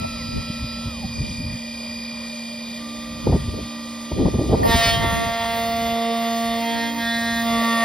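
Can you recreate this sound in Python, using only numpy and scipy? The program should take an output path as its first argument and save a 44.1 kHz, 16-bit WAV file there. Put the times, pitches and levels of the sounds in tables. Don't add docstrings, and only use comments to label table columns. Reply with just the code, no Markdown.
import sys
import numpy as np
from scipy import signal
from scipy.fft import rfft, irfft
from scipy.io import wavfile
from scipy.ndimage import uniform_filter1d

SR = 44100
rng = np.random.default_rng(int(sys.argv[2]) if len(sys.argv) > 2 else 0)


def transcribe(u):
    v = np.clip(np.atleast_2d(u).T, -1, 1)
    q = np.round(v * 32767).astype(np.int16)
    wavfile.write(sys.argv[1], SR, q)


N = 345744
TIME = np.arange(N) / SR
FREQ = np.maximum(np.fft.rfftfreq(N, 1 / SR), 1)

IDLE_HZ = 231.47
BITE_S, SETTLED_S = 4.632, 5.03
# f/Hz, width/Hz, bearing rush level/dB, grinding level/dB
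BODY = [(181, 146, 4.5, -25), (595, 254, 2.5, 2.5), (1067, 520, -2.5, -0.5), (1944, 275, 1.5, 6),
        (2430, 930, -6.5, -5.5), (3280, 800, 0.5, -4), (3720, 360, -0.5, -2.5), (4330, 1600, -5, -16),
        (4930, 650, -5.5, -9.5), (6346, 540, -4, -6), (8300, 140, -24, -2), (7420, 3700, -9.5, -14.5)]
# f/Hz, width/Hz, bearing rush level/dB, chip spray level/dB
CHIPS = [(8870, 670, -30, -11), (10620, 1220, -13, -3), (12000, 1040, -15.5, 0), (14700, 900, -16.5, 0)]


def undb(db):
    return 10 ** (np.asarray(db) / 20)


def unit(x):
    return x / np.sqrt(np.mean(x ** 2))


def curves(rows):
    s, *columns = np.transpose(rows)
    return [np.interp(TIME, s, c) for c in columns]


def along(points):
    hz, value = np.transpose(points)
    return np.interp(np.log(FREQ), np.log(np.maximum(hz, 20)), value)


def walk(rate):
    hold = int(SR / rate)
    steps = np.repeat(rng.standard_normal(N // hold + 1), hold)
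    smooth = uniform_filter1d(uniform_filter1d(steps, hold), hold)
    return unit(smooth[:N])


def stretch(start, end, db0, db1, fade):
    window = np.clip(np.minimum(TIME - start, end - TIME) / fade + .5, 0, 1)
    return window * undb(np.interp(TIME, [start, end], [db0, db1]))


def ring(drive, modes, column, flicker_db):
    spectrum = rfft(drive)
    total = 0
    for k, mode in enumerate(modes):
        hz, width = mode[:2]
        gain = undb(mode[column] + flicker_db * walk(15))
        response = 1 / (1 + 1j * (FREQ - hz ** 2 / FREQ) / width) ** 2
        total = total + gain * np.roll(irfft(spectrum * response, N), int(k * SR / IDLE_HZ))
    return total


def lines(turns, orders, waver_db, rate=9, locked=False):
    total = 0
    for multiple, db in orders:
        gain = np.sqrt(2) * undb(db + waver_db * walk(rate))
        angle = (not locked) * rng.random()
        total = total + gain * np.sin(2 * np.pi * (multiple * turns + angle))
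    return total


def airflow():
    # from t/s, to t/s, rumble start level/dB, end level/dB,
    # flutter level/dB against the breeze, crosswind level/dB against the smoothed total rumble
    spells = [(-.1, 0.428, -35, -37, -34, -9.5), (.43, 1.153, -38.5, -38.5, -30, -17),
              (1.148, 1.62, -36, -42.5, -23, -14.5), (1.7, 2.34, -48, -52, -9, -10),
              (2.95, 3.282, -48, -37, -20, -9.5), (3.252, 3.668, -27.5, -35, -18, -14),
              (4.12, 4.702, -33, -23, -12, -11), (4.61, 4.902, -31, -33, -18, -9.5),
              (4.902, 5.32, -28, -34, -17, -2.5), (5.35, 5.944, -38.5, -39, -27, -10.5),
              (6.42, 6.65, -42, -49, -22.5, -18), (6.69, 6.893, -63, -49, -15, 12.5),
              (6.93, 7.6, -45, -40, -17, -13)]
    # t/s, rumble level/dB, flutter level/dB, time to fall 6 dB/ms
    gusts = [(0.021, -27.5, -51, 12), (0.292, -30, -54, 12), (0.376, -23.5, -52, 35), (0.503, -23, -46, 11),
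             (0.632, -28.5, -48, 24), (0.87, -25.5, -54, 18), (1.049, -23.5, -56, 9.9),
             (1.21, -24, -38, 23), (1.302, -29, -44, 25), (1.399, -27.5, -52, 18), (1.46, -27, -53, 33),
             (1.538, -29.5, -60, 23), (3.273, -23.5, -12.5, 4.4), (3.296, -12, -23, 13.5),
             (3.327, -18, -16.5, 8.6), (3.344, -14, -18.5, 15), (3.362, -15, -20, 6.1),
             (3.488, -21, -33, 6.8), (3.543, -22, -28, 6.5), (3.595, -29, -31, 18), (4.12, -26, -18, 4),
             (4.129, -20, -44, 9.9), (4.206, -20.5, -21.5, 33), (4.262, -10.5, -16, 9),
             (4.283, -23, -17, 8), (4.351, -18, -26, 14), (4.392, -15.5, -19.5, 6), (4.342, -30, -24, 6),
             (4.415, -31, -21, 8.5), (4.44, -30, -22, 7), (4.465, -28, -25, 11), (4.5, -21, -18.5, 14),
             (4.537, -14.5, -11, 18.5), (4.608, -20, -26, 20), (4.695, -16.5, -23, 13),
             (4.752, -14, -21, 8.6), (4.875, -22.5, -31, 25), (4.981, -27, -38, 28),
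             (5.044, -31, -24.5, 12), (5.076, -23.5, -43, 19), (5.132, -24, -48, 9.4),
             (5.259, -26, -45, 13)]
    calm_db, calm_flutter_db, calm_cross_db = -52.5, -71, -61.5
    spell_fade_s, cross_smear_s = 0.043, 0.094
    rise_share = 0.94

    rumble = np.full(N, undb(calm_db) ** 2)
    flutter = np.full(N, undb(calm_flutter_db) ** 2)
    turned = np.zeros(N)
    for start, end, db0, db1, flutter_db, cross_db in spells:
        breeze = stretch(start, end, db0, db1, spell_fade_s) ** 2
        rumble += breeze
        flutter += breeze * undb(flutter_db) ** 2
        turned += stretch(start, end, cross_db, cross_db, spell_fade_s) ** 2
    for s, rumble_db, flutter_db, half_ms in gusts:
        near = slice(max(int((s - .2) * SR), 0), int((s + .2) * SR))
        late = 1000 * (TIME[near] - s) / half_ms
        bell = undb(-6 * (late / np.where(late < 0, rise_share, 1)) ** 2) ** 2
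        rumble[near] += bell * undb(rumble_db) ** 2
        flutter[near] += bell * undb(flutter_db) ** 2
    cross = turned * uniform_filter1d(rumble, int(cross_smear_s * SR)) + undb(calm_cross_db) ** 2
    return np.sqrt(rumble), np.sqrt(flutter), np.sqrt(cross)


def wind(rumble, flutter, cross):
    # f/Hz, level/dB
    rumble_tone = [(20, -23), (35, -8.5), (60, 4.5), (100, 1), (160, -3), (260, -5.5), (500, -49.5)]

    def eddies(shape_db, lump_db):
        noise = irfft(rfft(rng.standard_normal(N)) * undb(shape_db), N)
        loudness = np.sqrt(uniform_filter1d(noise ** 2, size=1100))
        even = noise / loudness ** .5
        return undb(lump_db * walk(30.1)) * unit(even)

    octave = np.log2(FREQ / 300)
    high = eddies(-16 * (octave - 1.1) ** 2, lump_db=1.0) * 1.6 * flutter ** 0.9
    low_flutter = eddies(-10 * octave ** 2, lump_db=2.0)
    both = rumble * eddies(along(rumble_tone), lump_db=1.66) + 0.96 * flutter * (low_flutter + high)
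    cross_low = eddies(-4 * (octave + 1.0) ** 2, lump_db=4.0)
    cross_high = 2.2 * cross ** 0.37 * eddies(-9 * (octave - .9) ** 2, lump_db=7.0)
    apart = cross * (cross_low + cross_high)
    band = signal.butter(3, [32, 1400], "bandpass", fs=SR, output="sos")
    return signal.sosfilt(band, [both + apart, both - apart])


def chirps():
    falls = [(1.043, 1.09, 5350, 3400, -48, -51)]
    total = 0
    for s0, s1, hz0, hz1, db0, db1 in falls:
        cycles = np.cumsum(np.interp(TIME, [s0, s1], [hz0, hz1])) / SR
        total = total + stretch(s0, s1, db0, db1, .01) * lines(cycles, [(0.94, 0)], waver_db=6.0, rate=120)
    return total


def scrape():
    rasps = [(1.3, 5700, 350, -42, .006), (0.92, 5150, 350, -46, .008), (5.77, 10500, 6000, -42, .015),
             (4.637, 1910, 250, -30, .005), (7.425, 3600, 600, -37, .014)]
    total = 0
    for s, hz, width, db, half in rasps:
        bell = np.exp(-((TIME - s) / half) ** 2)
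        hiss = unit(ring(rng.standard_normal(N), [(hz, width, 0)], column=2, flicker_db=2))
        total = total + undb(db) * bell * hiss
    return total


def carriage():
    # multiple of the step rate, level/dB, change when fully braked/dB
    moves = [((-.1, .865, 1.055, 1330), (-44, -44), [(1, 0.5, -10), (2, -9, -30), (3, -4, -50),
             (4, -8, -38)]), ((-.1, .09, .232, 1330), (-48, -45), [(.5, -7, 9), (1, 0.5, -8), (2, -6, 12)]),
             ((1.125, 9, 2.79, 1199), (-42, -43), [(.5, -13.5, 0), (1, -20, 0), (2, 0.5, 0), (3, -18, 0),
             (4, 1.5, 0)]), ((2.8, 9, 4.62, 1187.5), (-44.5, -45), [(.25, -1.5, 0), (1, -0.5, 0),
             (2, -8.5, 0), (3, -10, 0), (5, -19, 0)]), ((6.6, 9, 7.01, 1160), (-48, -36.5), [(.25, 0, 0)]),
             ((4.7, 9, 6.12, 1181.8), (-54, -55), [(4, 0, 0)]), ((6.12, 9, 6.55, 1199.3), (-54, -54),
             [(4, 0, 0)]), ((6.98, 9, 7.42, 1199.3), (-52, -52), [(4, 0, 0)]), ((7.4, 9, 7.75, 1186),
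             (-55, -55), [(4, 0, 0)])]
    brake_hz_per_s, brake_ease_s, creep_hz = 8500, .3, 765
    slide_hz, slide_width_hz, slide_db = 790, 60, 16
    total = 0
    for (start, brake, end, top_hz), (db0, db1), orders in moves:
        late = np.maximum(TIME - brake, 0)
        hz = np.maximum(top_hz - brake_hz_per_s * late ** 2 / (late + brake_ease_s), creep_hz)
        braked = (top_hz - hz) / (top_hz - creep_hz)
        heard = []
        for multiple, line_db, change_db in orders:
            boost_db = slide_db * np.exp(-((multiple * hz - slide_hz) / slide_width_hz) ** 2)
            heard.append((multiple, line_db + change_db * braked + boost_db))
        gain = stretch(start, end, db0, db1, .02) * undb(2.3 * braked * walk(30.6))
        total = total + gain * lines(np.cumsum(hz) / SR, heard, waver_db=0.85, locked=True)
    return total


def spindle(turns, gust_db):
    # t/s, motor whine level/dB, bearing rush level/dB
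    nearness = [(0, -39, -39), (.5, -38, -39.5), (1.5, -39.5, -40), (2.7, -43.5, -39.5),
                (3.25, -44.5, -38.5), (3.45, -43.5, -39.5), (4.1, -45, -39), (4.6, -45, -38.5),
                (4.8, -44, -38), (5.3, -44.5, -39), (6.5, -44.5, -40.5), (7.3, -43.5, -38.5),
                (7.84, -39.5, -33)]
    # multiple of the turn rate, level/dB against the whine level above
    whine_lines = [(10.5, -3.5), (21, 0), (21.655, -17), (42, -24), (63, -36)]
    # f/Hz, level/dB at the start (then they follow the bearing rush)
    tones = [(522.6, -53.5), (604, -51), (904, -58.5), (3596, -59.5), (1906, -55.5), (6380, -58),
             (10100, -64)]
    # multiple of the turn rate, level/dB at the start
    steady_line = (18.75, -54)
    hum_db, hum_duck = -34, 0.21

    whine_db, rush_db = curves(nearness)
    gust_excess_db = uniform_filter1d(np.maximum(gust_db + 33, 0), size=6000)
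    hum = (TIME < BITE_S) * undb(hum_db - hum_duck * gust_excess_db) * lines(turns, [(1, 0)], waver_db=0.0)
    rush = unit(ring(rng.standard_normal(N), BODY + CHIPS, column=2, flicker_db=1.5))
    jittered_time = TIME + 2e-5 * walk(25)
    steady = lines(jittered_time, tones, waver_db=1.0) + lines(turns, [steady_line], waver_db=1.5)
    whine = undb(whine_db) * lines(turns, whine_lines, waver_db=1.1)
    return hum + whine + undb(rush_db) * rush + steady * undb(rush_db - rush_db[0])


def groove():
    patterns = {"nasal": (-9, -21, (-11, -3, -19.5, -32, -11.5, -17.5, -16, -17, -19, -26, -32, -33, -20, -20, -24, -26, -35, -36, -38, -34)),
                "bright": (-7, -17, (-5, -13, -25, -21, -11, -16, -20, -14, -13.5, -8, -9.5, -19, -22, -28, -26, -22, -33, -31, -35, -28)),
                "full": (-8.5, -22, (-26, -11, -12.5, -29, -10.5, -22, -24, -16.5, -24, -12, -19.5, -23, -25, -31, -31, -31, -38, -37, -37, -33)),
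                "plunge": (-8.5, -8.5, (-19.5, -12, -15, -15.5, -11.5, -14, -15.5, -13, -9, -11.5, -9.5, -10, -17, -14, -13, -16.5, -32, -32, -28, -31)),
                "squeal": (-19, -14, (-21.5, -13, -17.5, -10, -11.5, -23, -19.5, -28, -23, -10, -15, -11.5, -14.5, -24, -32.5, -25, -27, -27, -28, -32))}
    # pattern, from t/s, to t/s, buzz start level/dB, end level/dB
    stretches = [("full", 4.7, 4.74, -27, -26), ("squeal", 4.7, 4.78, -28, -28),
                 ("nasal", 4.66, 4.76, -23.5, -30), ("plunge", 4.68, 4.86, -27, -21),
                 ("plunge", 4.84, 4.98, -19.5, -29.5), ("full", 4.96, 5.6, -26.5, -29),
                 ("nasal", 4.92, 5.62, -31, -32.5), ("squeal", 4.97, 5.6, -38, -36),
                 ("bright", 5.56, 6.62, -33.5, -32), ("full", 5.58, 6.6, -30.5, -37.5),
                 ("nasal", 6.59, 7.02, -28, -35), ("bright", 6.68, 6.86, -33, -42.5),
                 ("squeal", 6.64, 6.89, -41, -27), ("squeal", 6.99, 7.43, -27, -26),
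                 ("full", 7.46, 7.9, -26.5, -24.5), ("bright", 7.44, 7.9, -33, -39),
                 ("squeal", 7.36, 7.9, -42, -41)]
    power = []
    for name in patterns:
        power.append(sum(stretch(*row[1:], 0.061) ** 2 for row in stretches if row[0] == name))
    share = np.array([[grind_db, chip_db, *orders] for grind_db, chip_db, orders in patterns.values()])
    return 10 * np.log10(undb(share.T) ** 2 @ np.array(power) + 1e-12)


def milling(turns, runout_db, flute_db):
    buzzing = (2, 4, 6, 7, 9, 10, 11, 12, 13, 15, 16, 17, 18, 20, 21, 23, 24, 25, 26, 27)
    # t/s, then level/dB of multiples 5, 8, 14, 19 and 22 of the turn
    sing = [(4.63, -37, -34, -52, -47, -52), (4.67, -36, -37, -43, -43, -43),
            (4.72, -30, -23.5, -33, -36, -34), (4.77, -37, -32, -33, -37, -42),
            (4.82, -35, -24, -32, -31, -35), (4.86, -32, -27, -37, -25, -29),
            (4.91, -40, -28, -33, -26, -33), (4.96, -35, -33, -30, -42, -46),
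            (5.06, -32, -31, -41, -54, -55), (5.45, -37, -35.5, -40, -48, -56),
            (5.72, -38, -43, -52, -41.5, -48), (5.98, -37, -48, -48, -47, -51),
            (6.54, -35, -40, -46, -41, -49), (6.62, -45, -47, -40, -45, -51),
            (6.7, -54, -38, -32, -45, -50), (6.82, -47, -30, -43, -40, -42),
            (6.9, -50, -37, -33.5, -47, -50), (6.95, -48, -45, -50, -54, -54),
            (7.0, -44, -35, -36, -47, -52), (7.05, -43, -28, -46, -46, -53),
            (7.41, -39, -28, -48, -48, -50), (7.46, -34.5, -41, -42, -48, -50),
            (7.56, -28, -33.5, -50, -43, -48), (7.83, -25.5, -24.5, -47, -43, -48)]
    # t/s, treble hiss level/dB
    spray_levels = [(4.63, -42), (4.68, -36), (4.88, -37.5), (5.0, -43.5), (5.6, -44), (6.1, -43.5),
                    (6.8, -44), (7.0, -41.5), (7.83, -38.5)]
    biting = TIME < SETTLED_S
    chatter_db = np.where(biting, 4, 2)
    sing_waver_db = np.where(biting, 1.6, 0.7)
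    grit_db = np.where(biting, 1.5, 1.4)

    grind_db, chip_db, *buzz_db = groove()
    buzz = lines(turns, zip(buzzing, buzz_db), waver_db=chatter_db, rate=28) * undb(0.77 * walk(70))
    thrum = lines(turns, [(1, runout_db), (3, flute_db)], waver_db=0.38)
    puff = np.exp(0.049 * np.cos(2 * np.pi * turns) + 1.07 * np.cos(6 * np.pi * turns))
    grind = unit(ring(puff * rng.standard_normal(N), BODY, column=3, flicker_db=3.0)) * undb(grit_db * walk(45))
    tick = np.sin(141 * np.pi * turns) / np.sin(np.pi * turns)
    chip_drive = puff * rng.standard_normal(N) + .075 * tick
    chips = unit(ring(chip_drive, BODY[-5:], column=3, flicker_db=1.2))
    spray_drive = np.sqrt(puff) * rng.standard_normal(N) + 0.049 * tick
    spray = unit(ring(spray_drive, CHIPS, column=3, flicker_db=2.5))
    spray = spray * undb(curves(spray_levels)[0] + 1.6 * walk(12))
    singing = lines(turns, zip((5, 8, 14, 19, 22), curves(sing)), waver_db=sing_waver_db, rate=30)
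    cut = buzz + singing + undb(grind_db) * grind + thrum + undb(chip_db + 1.0 * walk(10)) * chips + spray
    return (TIME > BITE_S) * cut


def ports(x):
    # f/Hz, left minus right phase/radians
    phase_gap = [(0, 0), (430, -0.3), (950, 0.4), (1980, -0.0), (2760, 1.3), (3010, 0.9), (5600, 0.2),
                 (6370, 2.8), (8180, 3.3), (9220, 6.0), (11500, 6.5), (12600, 9.2), (14400, 9.5),
                 (15600, 12.6)]
    # f/Hz, left minus right level/dB
    level_gap = [(60, 0.0), (110, -2), (200, 0.5), (380, -8.5), (700, -4.5), (1290, -1.5), (2380, 0),
                 (4400, -0.5), (8120, -1.5), (15000, 1)]
    # f/Hz, level/dB
    tail_levels = [(60, -38), (300, -28), (700, -20), (1500, -26), (3100, -16), (6000, -19), (9000, -20),
                   (13000, -11)]
    spectrum = rfft(x)
    half = np.exp(.5j * along(phase_gap)) * undb(along(level_gap) / 2)
    decay = rng.standard_normal(12000) * np.exp(-np.arange(12000) / 2500)
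    tail = spectrum * rfft(decay / np.linalg.norm(decay), N) * undb(along(tail_levels))
    return np.array([irfft(spectrum * half + tail, N), irfft(spectrum / half - tail, N)])


def scene():
    # t/s, spindle turns f/Hz, run-out level/dB, flutes level/dB
    cutting = [(4.625, 230.6, -43, -45), (4.7, 230.2, -41, -27.5), (4.8, 229.6, -44, -22),
               (5.0, 229.5, -41.5, -28), (5.65, 230.1, -31.5, -25.5), (6.0, 230.6, -26.5, -25.5),
               (6.52, 230.6, -26, -26.5), (6.8, 231.2, -28.5, -31), (6.96, 231.6, -27.5, -39),
               (7.02, 231.4, -28, -32), (7.4, 231.3, -25, -32), (7.5, 230.7, -23.5, -26),
               (7.62, 230.2, -22.5, -29), (7.69, 230.2, -23.5, -36.5), (7.83, 229.7, -25.5, -23.5)]
    belt_slip = .5
    hz, *load = curves(cutting)
    hz = np.where(TIME < BITE_S, IDLE_HZ, hz) * (1 + 0.00021 * walk(12))
    turns = np.cumsum(hz) / SR
    motor_turns = np.cumsum(IDLE_HZ + belt_slip * (hz - IDLE_HZ)) / SR
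    rumble, flutter, cross = airflow()
    machine = spindle(motor_turns, 20 * np.log10(rumble)) + carriage() + milling(turns, *load)
    machine = machine + scrape() + chirps()
    return ports(machine) + wind(rumble, flutter, cross)


def record(dry):
    rounded = .95 * np.tanh(dry / .95)
    return signal.sosfilt(signal.ellip(10, .2, 80, 15750, fs=SR, output="sos"), rounded)


dry = scene()
out = record(dry)
transcribe(out)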